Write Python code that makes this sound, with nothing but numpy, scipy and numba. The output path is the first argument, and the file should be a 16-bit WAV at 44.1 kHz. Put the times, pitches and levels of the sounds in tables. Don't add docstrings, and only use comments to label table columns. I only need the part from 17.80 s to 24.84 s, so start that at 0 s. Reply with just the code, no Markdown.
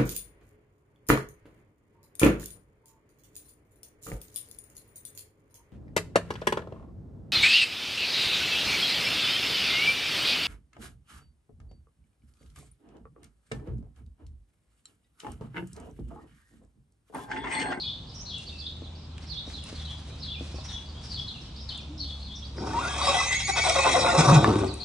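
import sys
import numpy as np
from scipy import signal
from scipy.fft import rfft, irfft
from scipy.io import wavfile
from scipy.ndimage import uniform_filter1d
from numba import njit

SR = 44100
rng = np.random.default_rng(int(sys.argv[2]) if len(sys.argv) > 2 else 0)


def int16_out(signal):
    q = np.round(np.clip(np.atleast_2d(signal).T, -1, 1) * 32767)
    wavfile.write(sys.argv[1], SR, q.astype(np.int16))


N = 310464
T = np.arange(N) / SR
HZ = np.maximum(np.fft.rfftfreq(N, 1 / SR), 1)
VOICE_FROM = int(4.7 * SR)

# (centre [s], half-length [s], pitch [Hz], tone level [dB], rasp level [dB])
THROBS = [(5.205, 0.027, 720, -35.5, -61), (5.24, 0.04, 740, -35.5, -43), (5.295, 0.043, 558.7, -26, -36.5),
          (5.374, 0.069, 724, -61, -41.5), (5.441, 0.053, 795, -46, -40), (5.529, 0.035, 785.5, -65, -42.5),
          (5.613, 0.035, 775, -61, -48.5), (5.697, 0.027, 786, -32.5, -34.5),
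          (5.785, 0.04, 746.2, -30, -31), (5.863, 0.032, 706, -33, -35), (5.893, 0.03, 650.3, -27.5, -40),
          (5.98, 0.044, 537, -24.5, -27.5), (6.073, 0.043, 521.8, -26.5, -32.5),
          (6.172, 0.042, 512.1, -30, -37), (6.261, 0.03, 531.5, -26, -48), (6.291, 0.035, 706, -39, -37),
          (6.35, 0.036, 544.8, -29, -53), (6.398, 0.03, 153.3, -15, -19.5),
          (6.508, 0.056, 137.3, -13, -26.5), (6.552, 0.036, 159.7, -16, -21),
          (6.583, 0.029, 140.8, -11, -38)]
# (centre [Hz], nominal width [Hz], level [dB])
THROAT_HIGH = [(1975, 130, 1.5), (2370, 190, -1.5), (2550, 48, 7), (2703, 83, -3), (3307, 135, 1),
               (3686, 78, 4), (3952, 105, 3.5), (4566, 91, -0.5), (4990, 120, -10), (5267, 140, -2),
               (5625, 150, -2), (6010, 110, -4.5), (6370, 220, -6), (6950, 320, -8.5), (7610, 430, -9),
               (8370, 530, -10.5), (9270, 820, -13)]


def undb(db):
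    return np.exp(np.asarray(db) * np.log(10) / 20)


def unit(x):
    return x / np.sqrt(np.mean(x ** 2))


def curves(rows):
    s, *columns = np.transpose(rows)
    gate = np.clip(np.minimum(T - s[0], s[-1] - T) / 0.0049, 0, 1)
    return [np.interp(T, s, c) for c in columns], gate


def along(points):
    hz, value = np.transpose(points)
    return np.interp(np.log(HZ), np.log(hz), value)


def walk(rate, size=N):
    k = int(SR / rate) + 1
    held = np.repeat(rng.standard_normal(size // k + 1), k)
    return 1.3 * uniform_filter1d(uniform_filter1d(held, k), k)[:size]


def sine(hz):
    return np.sqrt(2) * np.sin(2 * np.pi * np.cumsum(hz) / SR)


def resonance(hz, width):
    return 1 / (1 + .64j * (HZ ** 2 - hz ** 2) / (HZ * width)) ** 2


def ring(x, modes):
    response = sum((-1) ** k * undb(db) * resonance(hz, width) for k, (hz, width, db) in enumerate(modes))
    return unit(irfft(rfft(x) * response, N))


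def band(x, hz, width):
    return ring(x, [(hz, width, 0)])


def ports(pair):
    # (frequency [Hz], left-right correlation [0-1])
    likeness = [(30, .995), (60, .995), (130, .995), (200, .98), (290, 0.88), (640, 0.4), (1400, 0.6),
                (3100, 0.15), (6000, 0.2), (9000, .1)]
    c = np.clip(along(likeness), 0, 1)
    mid, side = pair[0] * np.sqrt((1 + c) / 2), pair[1] * np.sqrt((1 - c) / 2)
    return irfft(np.array([mid + side, mid - side]), N)


def roof(x, t60, wet_db, first_s):
    tail = rng.standard_normal((2, N)) * np.exp(-np.log(1000) * T / t60) * (T > first_s)
    tail = tail / np.sqrt(np.sum(tail ** 2) / 2)
    return x + undb(wet_db) * ports(rfft(tail) * rfft(x))


def engine():
    # (time [s], firing rate [Hz], level before wavering [dB])
    firing = [(0, 77.9, -45.5), (1.8, 76.98, -41.5), (2.0, 76.77, -34), (2.7, 73.2, -41),
              (3.3, 70.1, -40.5), (4.1, 68.92, -40), (5, 70.56, -35), (6.3, 71.77, -34),
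              (7.04, 71.57, -40.5)]
    # (multiple of the firing rate, relative level [dB])
    orders = [(1, -2), (1.5, -15), (2, -14.5), (3, -23.5)]
    (hz, db), _ = curves(firing)
    drone = 0
    for k, order_db in orders:
        level = undb(db + order_db + 2.5 * walk(5.6))
        drone = drone + level * sine(k * hz * (1 + 0.0206 * walk(4.5)))
    return drone


def low_tone():
    # (time [s], pitch [Hz], level [dB])
    glide = [(4.06, 270, -50), (4.074, 275, -58), (4.11, 289, -39.5), (4.132, 319, -46), (4.172, 310, -49),
             (4.28, 268, -52)]
    (hz, db), on = curves(glide)
    return on * undb(db) * sine(hz)


def yard():
    # (frequency [Hz], relative level per Hz [dB])
    colour = [(15, -38), (25, -18), (52, -0.5), (76, 0), (219, -9.5), (386, -21), (1030, -24.5),
              (1970, -36), (3850, -26), (4500, -33.5), (5120, -34.5), (8580, -46.5), (9510, -50),
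              (10800, -84), (12000, -88), (15600, -116), (22000, -120)]
    noise = rfft(rng.standard_normal((2, N))) * undb(along(colour))
    air, swell = 0, walk(0.96)
    for octave in np.arange(4.5, 14, .75):
        share = np.clip(1 - abs(np.log2(HZ) - octave) / .75, 0, 1)
        air = air + ports(noise * share) * undb(.8 * swell + 1.4 * walk(8))
    return unit(air) * undb(-42.5) + engine() + low_tone()


def flock(db):
    draws = rng.uniform(size=(130, 3)) * [1, 1, 1900] + [0, 0, 3800]
    return [(s * 8.9, .03, .04, hz, .8 * hz, db - 6 * size, db - 7.5) for s, size, hz in draws]


def chirp(s, high_s, low_s, high_hz, low_hz, high_db, low_db):
    step, end = s + high_s, s + high_s + low_s
    rise = min(.022, high_s / 2)
    half = min(0.0158, high_s, low_s) / 2
    sag, lift = .95, 1.05
    return [(s, high_db - 20, .82 * high_hz),
            (s + rise, high_db, high_hz),
            (step - half, high_db - 1, sag * high_hz),
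            (step + half, low_db - 7, low_hz / lift),
            (end, low_db, low_hz),
            (end + .011, low_db - 34, low_hz * lift)]


def sparrows():
    # (start [s], high note [s], low note [s], high pitch [Hz], low pitch [Hz],
    # high level [dB], low level [dB]), pitch and level before the warble and flutter
    near_calls = [(0.0, 0.034, 0.072, 4425, 3550, -35.5, -38.5), (.03, .02, 0.023, 2600, 2550, -57, -65),
                  (.862, 0.0096, 0.021, 3845, 3410, -30, -50), (.007, 0.016, 0.016, 5100, 4970, -40.5, -69),
                  (.334, 0.04, 0.041, 5750, 5660, -46, -46), (.442, 0.062, 0.047, 4240, 3524, -45.5, -40),
                  (.548, 0.023, 0.029, 3060, 2810, -52, -53), (.65, 0.041, 0.0063, 4410, 3670, -44, -36),
                  (.715, .025, 0.021, 2800, 2650, -51, -50), (.77, 0.042, 0.066, 4700, 3490, -41.5, -41),
                  (1.035, 0.024, 0.016, 4420, 3730, -50.5, -46.5),
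                  (1.15, 0.069, 0.035, 5180, 4820, -65, -57), (1.46, 0.024, 0.021, 5520, 4930, -53, -47),
                  (1.482, 0.047, 0.064, 4570, 3560, -40, -40),
                  (1.725, 0.035, 0.033, 4230, 3560, -44, -42.5), (1.82, .02, 0.036, 3010, 2720, -51, -59),
                  (1.933, 0.041, 0.027, 4470, 3700, -49, -45),
                  (2.04, 0.029, 0.047, 4020, 3320, -41.5, -42.5), (2.29, 0.03, 0.05, 2480, 2630, -64, -66),
                  (2.68, .04, .05, 2470, 2600, -66, -60), (2.39, 0.031, 0.018, 5660, 4880, -49.5, -43),
                  (2.412, 0.046, 0.071, 4440, 3514, -38.5, -38.5),
                  (2.54, .015, 0.036, 2890, 2520, -47, -51), (1.99, 0.0147, 0.022, 4300, 3440, -43, -44),
                  (2.72, .02, 0.022, 5570, 5460, -63, -54), (2.771, 0.018, .02, 5120, 4920, -53, -51),
                  (2.79, 0.011, 0.014, 4520, 3860, -51, -50), (2.83, 0.026, 0.077, 5600, 5800, -46, -48.5),
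                  (2.878, 0.029, 0.058, 4090, 3475, -39.5, -42),
                  (2.978, 0.013, 0.011, 3010, 2800, -43, -69),
                  (3.085, 0.0093, 0.0098, 4530, 4560, -42.5, -50),
                  (3.144, 0.013, 0.025, 3400, 3310, -48, -50.5),
                  (3.222, 0.035, 0.046, 5560, 5300, -50, -46.5), (3.285, 0.08, 0.035, 4520, 3444, -44, -39),
                  (3.385, 0.015, 0.015, 5460, 5240, -47, -54),
                  (3.472, 0.023, 0.021, 4390, 3380, -36.5, -40.5),
                  (3.535, 0.031, 0.018, 3000, 2670, -48, -51), (3.758, 0.013, 0.059, 5550, 5140, -46, -50),
                  (3.775, 0.0076, 0.012, 4680, 3816, -51, -52), (3.885, 0.014, 0.06, 4200, 3500, -38, -42),
                  (3.98, 0.012, 0.013, 2970, 2530, -50, -54), (4.175, 0.01, 0.019, 5530, 5370, -47, -47),
                  (4.18, 0.06, 0.07, 4403, 3480, -41, -45.5), (4.38, 0.091, 0.082, 4305, 3470, -49.5, -49),
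                  (4.548, 0.021, 0.021, 5730, 5220, -45, -54), (4.617, 0.021, 0.023, 3600, 4480, -46, -46),
                  (4.762, 0.029, 0.022, 5220, 5350, -47, -50), (4.797, 0.0058, 0.014, 4850, 3997, -46, -65),
                  (4.846, 0.051, .05, 5360, 5270, -50, -59), (6.862, 0.034, 0.023, 4884, 4140, -46, -46),
                  (6.995, 0.02, 0.022, 4470, 4130, -41, -38)]
    out = np.zeros((2, N))
    beat = sine(400 * np.exp(0.18 * walk(30)))
    warble = 1 + .075 * (beat + 0.803 * walk(300)) / 2 + .03 * walk(60)
    flutter = undb(1.07 * walk(250) + 2 * walk(55) + 0.37 * beat)
    calls = near_calls + flock(db=-55.5)
    for call, side_db in zip(calls, rng.uniform(-5, 5.1, len(calls))):
        s, db, hz = np.transpose(chirp(*call))
        at = slice(int(s[0] * SR), int(s[-1] * SR))
        size = undb(np.interp(T[at], s, db)) * signal.windows.tukey(len(T[at]), .15) * flutter[at]
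        note = np.interp(T[at], s, hz)
        shrill = np.clip((note - 2300) / 1500, .2, 1)
        out[:, at] += size * sine(note * warble[at] ** shrill) * undb([[side_db], [-side_db]])
    close_echoes = roof(out, t60=0.14, wet_db=-0.5, first_s=0.0025)
    return roof(close_echoes, t60=0.52, wet_db=-3, first_s=0.015)


def blow(s, db, modes, scrape_s, push=0):
    u = T[:SR // 4]
    modal = 0
    for hz, mode_db, t60 in modes:
        modal = modal + undb(mode_db) * np.sin(2 * np.pi * hz * u) * np.exp(-np.log(1000) * u / t60)
    contact = (push + rng.standard_normal(len(u))) * np.exp(-u / scrape_s)
    sound = signal.fftconvolve(modal, contact)
    out = np.zeros(N + len(sound))
    out[int(s * SR):int(s * SR) + len(sound)] = undb(db) * sound / abs(sound).max()
    return out[:N]


def rubs():
    # (start [s], length [s], dull rub level [dB], bright rustle level [dB])
    strokes = [(0.3, 0.35, -74, -59), (0.557, 0.47, -74, -54.5), (1.367, 0.51, -55.5, -74),
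               (1.663, 0.19, -53, -48), (1.827, 1, -52.5, -55.5), (2.587, 0.68, -59.5, -56),
               (2.814, 0.25, -53.5, -69), (3.208, 0.73, -57.5, -54), (3.863, 0.21, -55.5, -70),
               (4.196, 0.94, -64, -58.5)]
    attack_s, fade_db = .04, -16
    dull, bright = 0, 0
    for s, length, dull_db, bright_db in strokes:
        end = s + max(length, 1.5 * attack_s)
        (db,), on = curves([(s, fade_db), (s + attack_s, 0), (end, fade_db)])
        dull = dull + on * undb(db + dull_db)
        bright = bright + on * undb(db + bright_db)
    slips = rng.standard_normal((2, N)) * undb(2.6 * walk(90))
    return dull * band(slips[0], 840, 2600) + bright * band(slips[1], 4040, 2600)


def tack():
    # (pitch [Hz], relative level [dB], decay by 60 dB [s])
    clack_modes = [(1133, 8, 0.022), (1430, -0.5, 0.014), (1720, -1.5, 0.025), (2180, -9, 0.014),
                   (2700, -18, 0.02), (3630, -13, 0.035)]
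    # (time [s], peak level [dB], pitch [Hz])
    knocks = [(1.021, -29.5, 324), (1.677, -28, 311), (1.928, -28, 313), (2.609, -25, 337),
              (2.744, -28.5, 363), (2.785, -33, 776), (4.782, -26, 368), (6.836, -18, 854)]
    # (time [s], peak level [dB], pitch [Hz])
    clicks = [(0.583, -34, 7240), (1.381, -31.5, 2460), (1.38, -46, 7200), (1.694, -51, 7000),
              (1.701, -37, 2200), (1.839, -35, 8100), (3.976, -35.5, 7640), (4.783, -31, 1260),
              (6.643, -30, 7400), (6.94, -29.5, 8754)]
    out = blow(6.6445, -3.5, clack_modes, scrape_s=0.000037, push=3)
    for s, db, hz in knocks:
        body = [(0.81 * hz, -2, .1), (hz, 0, .07), (1.39 * hz, -1, .05), (1.73 * hz, -4, .03)]
        out += blow(s, db, body, scrape_s=0.00022, push=3)
    for s, db, hz in clicks:
        metal = [(1.1 * hz, -2, .003), (hz, 0, .003), (1.17 * hz, -2, .003)]
        out += blow(s, db, metal, scrape_s=0.0024)
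    return out + rubs()


def shaking(width_s):
    s = np.array(THROBS)[:, 0]
    nearest = s[np.searchsorted((s[1:] + s[:-1]) / 2, T)]
    near = np.exp(-((T - nearest) / width_s) ** 2)
    shake = np.clip((T - 5.4) / 0.24, 0, 1) * (T < 6.44)
    return shake, near


def held_tone():
    # (time [s], pitch [Hz], level [dB]), before wavering
    steady = [(5.33, 1933, -51), (5.4, 1990, -41.5), (5.53, 2036, -29.5), (5.66, 2033, -51),
              (5.7, 1990, -32)]
    (hz, db), on = curves(steady)
    return on * undb(db + 2.7 * walk(40)) * sine(hz * (1 + 0.003 * walk(100)))


def whistle():
    # (time [s], pitch [Hz], level [dB], second harmonic level [dB])
    climb = [(4.93, 874, -41, -41), (4.95, 929.6, -25, -62), (4.985, 947, -26, -46),
             (5.025, 1454, -38, -74), (5.055, 1382, -28, -70), (5.075, 1510, -42, -66),
             (5.095, 1680, -47, -56), (5.14, 1630, -44, -39), (5.175, 1807, -55, -61),
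             (5.3, 1916, -64, -35), (5.4, 2012, -39, -58), (5.48, 2148, -50, -53), (5.57, 2199, -34, -49),
             (5.66, 2243, -34, -40.5), (5.76, 2276, -29, -42), (5.88, 2273, -26.5, -39),
             (5.93, 2243, -34, -40), (5.97, 2148, -43, -46), (6.05, 2179, -44, -44),
             (6.225, 1956, -43.5, -42), (6.34, 1881, -37, -46), (6.37, 1880, -56, -60)]
    (top_hz, db, second_db), on = curves(climb)
    shake, near = shaking(width_s=.021)
    sag = 0.072 * shake * near
    hz = uniform_filter1d(top_hz, SR // 100) * (1 - sag) * (1 + 0.0026 * walk(120))
    lift_db = 9 / (1 + ((hz - THROAT_HIGH[0][0]) / 60) ** 2)
    dip_db = -175 * sag
    turn = 2 * np.pi * np.cumsum(hz) / SR
    third_db = -33.5 - 92 * np.maximum(T - 5.78, 0)
    third = undb(third_db) / (1 + ((3 * hz - 6650) / 280) ** 2)
    upper = undb(second_db) * np.sin(2 * turn) + third * np.sin(3 * turn)
    waver = undb(2 * walk(60) + dip_db)
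    harmonics = undb(db + lift_db) * np.sin(turn) + undb(dip_db) * upper
    return held_tone() + np.sqrt(2) * on * waver * harmonics


def flaps(hz, jitter, rate, size_db=4.5):
    cycle = np.floor(np.cumsum(hz * np.exp(jitter * walk(rate))) / SR)
    return np.diff(cycle, prepend=0) * undb(size_db * rng.standard_normal(N))


@njit
def svf(x, hz, width):
    y = x.copy()
    for _ in range(2):
        b, l = 0., 0.
        for i in range(len(x)):
            g, k = np.tan(np.pi * hz[i] / SR), width / hz[i]
            v = (b + g * (y[i] - l)) / (1 + g * (g + k))
            b, l, y[i] = 2 * v - b, l + 2 * g * v, k * v
    return y


def patchy(sources, modes, flicker_db, slide=1):
    size = N - VOICE_FROM
    out = np.zeros((len(sources), N))
    for k, (hz, width, db) in enumerate(modes):
        flicker = flicker_db * np.clip(150 / width, .7, 1) * walk(28, size=size)
        gain = (-1) ** k * undb(db + flicker)
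        centre = hz * slide * (1 + .007 * walk(18, size=size))
        out[:, VOICE_FROM:] += [gain * svf(x[VOICE_FROM:], centre, width / 0.58) for x in sources]
    return [unit(x) * np.sqrt(size / N) for x in out]


def throbbing():
    tone, rasp, loose = np.zeros(N), np.zeros(N), np.ones(N)
    pitch = np.interp(T, *np.array(THROBS)[:, [0, 2]].T)
    for s, length, hz, tone_db, rasp_db in THROBS:
        at = slice(int((s - length) * SR), int((s + length) * SR))
        u = (T[at] - s) / length
        swell = np.exp(-(np.where(u < 0, 1.7, 1.85) * u) ** 4)
        loose[at] *= 1 - np.sqrt(swell)
        tone[at] += undb(tone_db) * swell
        rasp[at] += undb(rasp_db) * swell
        glide = hz + .55 * (hz - 130) * np.clip(-.3 - u, 0, 1) / .3
        pitch[at] = np.where(abs(u) < .8, glide, pitch[at])
    return tone, rasp, pitch, loose


def chest_growl():
    # (time [s], rate [Hz], unevenness [0-1])
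    slapping = [(4.7, 95, .2), (6.45, 100, .15), (6.62, 116, .04), (6.69, 111, .03), (6.725, 93, .04),
                (6.775, 108, .03), (6.83, 98, .04), (7.04, 90, .1)]
    # (centre [Hz], nominal width [Hz], level [dB])
    chest_modes = [(99, 42, -0.5), (205, 90, -5.5), (258, 66, 0.5), (326, 75, 0), (398, 106, -3.5)]
    (hz, uneven), _ = curves(slapping)
    slaps = unit(flaps(hz, uneven, 60, size_db=3.0))
    puffs = signal.lfilter([1], [1, -.992], slaps) * rng.standard_normal(N)
    rough = slaps + 4 * uneven * rng.standard_normal(N) + 0.42 * rng.standard_normal(N)
    return ring(rough, chest_modes) + undb(-27.5) * band(puffs, 2730, 2500)


def horse():
    # (time [s], hiss level [dB], low breath level [dB], chest growl level [dB])
    breath = [(4.74, -65, -61, -54), (4.8, -53.5, -41, -32), (4.99, -42.5, -36, -38.5),
              (5.11, -37, -39, -46.5), (5.31, -31, -28.5, -45.5), (5.51, -31, -42, -69),
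              (5.7, -33, -52, -93), (5.93, -30.5, -28.5, -64), (6.1, -30.5, -23, -37),
              (6.3, -32, -25, -35.5), (6.4, -32, -23.5, -31.5), (6.5, -35.5, -20.5, -28),
              (6.58, -39.5, -24, -26.5), (6.62, -38, -27, -21.5), (6.7, -42, -23.5, -18),
              (6.82, -45.5, -33, -20.5), (6.96, -52.5, -50, -42.5), (7.04, -50, -47, -59)]
    # (time [s], upper throat [dB], lower throat [dB])
    gaps = [(5.2, 4.5, -4), (5.5, -5, -1.5), (5.65, -11, -20), (5.76, -11, -4), (5.85, 4, -1),
            (6.1, 2.5, -11.5), (6.44, 4, 1.5), (6.47, 7, 0)]
    # (centre [Hz], nominal width [Hz], level [dB])
    throat_low = [(410, 99, -8), (559, 72, -5), (741.5, 75, -0.5), (921, 53, 0), (1136, 95, -1),
                  (1318, 49, -8.5), (1492, 63, -5.5)]
    # (time [s], resonance pitch ratio)
    throat_slide = [(4.7, 1.0), (5.6, 1.0), (5.95, .955), (6.3, .955), (6.45, 1.0), (7.04, 1.0)]
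    tone, rasp, pitch, loose = throbbing()
    (hiss_db, low_db, growl_db), on = curves(breath)
    (high_gap_db, low_gap_db), in_gaps = curves(gaps)
    between = in_gaps * (1 - shaking(width_s=0.029)[1])

    folds = unit(flaps(pitch, .025 + .3 * loose, 200)) + .6 * rng.standard_normal(N)
    turn = 2 * np.pi * np.cumsum(pitch * (1 + 0.0059 * walk(90))) / SR
    pulse = np.exp(40 * (np.cos(turn) - 1))
    air = rng.standard_normal(N) * undb(2.37 * walk(150)) + 0.5 * folds

    high, high_overtones = patchy([air, pulse], THROAT_HIGH, flicker_db=3.4)
    slide = curves(throat_slide)[0][0][VOICE_FROM:]
    low, low_overtones = patchy([folds, pulse], throat_low, flicker_db=3.4, slide=slide)

    tight = np.clip(pitch / 500, .5, 1)
    high = high * (on * undb(hiss_db + high_gap_db * between) + (0.23 + 0.4 * (1 - tight)) * rasp)
    low = low * (tight * rasp + on * undb(low_db + low_gap_db * between))
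    growl = chest_growl() * (on * undb(growl_db) + 0.2 * rasp)
    harmonics = np.sqrt(2) * np.sin(turn) + 0.44 * tight ** 2 * np.sin(2 * turn)
    voiced = tone * (harmonics + undb(-10) * tight * low_overtones)
    return whistle() + voiced + undb(-3) * rasp * high_overtones + high + low + growl


def scene():
    # (frequency [Hz], side against mid [dB])
    near_side = [(60, -19), (200, -22.5), (380, -11), (700, -5.5), (1300, -8), (2400, -8.5), (4400, -0.5),
                 (8000, -4)]
    # (frequency [Hz], left louder than right [dB])
    near_left = [(200, 0), (380, 1), (700, 2.5), (1300, 1.5), (2400, .5), (8000, 0)]
    near = horse() + tack()
    early = rng.standard_normal(N) * np.exp(-np.log(1000) * T / 0.1)
    early = early / np.sqrt(np.sum(early ** 2))
    side = undb(along(near_side)) * (-.6j + .8 * rfft(early))
    difference = irfft(rfft(near) * side, N)
    close = roof(near, t60=0.42, wet_db=-9.5, first_s=0.0082) + difference * [[1], [-1]]
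    close = irfft(rfft(close) * undb(along(near_left) * [[.5], [-.5]]), N)
    return close + sparrows() + yard()


def record(dry):
    # (frequency [Hz], level [dB])
    response = [(20, -2), (8500, 0.5), (10000, 0.5), (11500, -19.5), (16000, -33)]
    heard = irfft(rfft(dry) * undb(along(response)), N)
    return signal.sosfilt(signal.ellip(8, .2, 70, 15700, fs=SR, output="sos"), heard)


dry = scene()
out = record(dry)
int16_out(out)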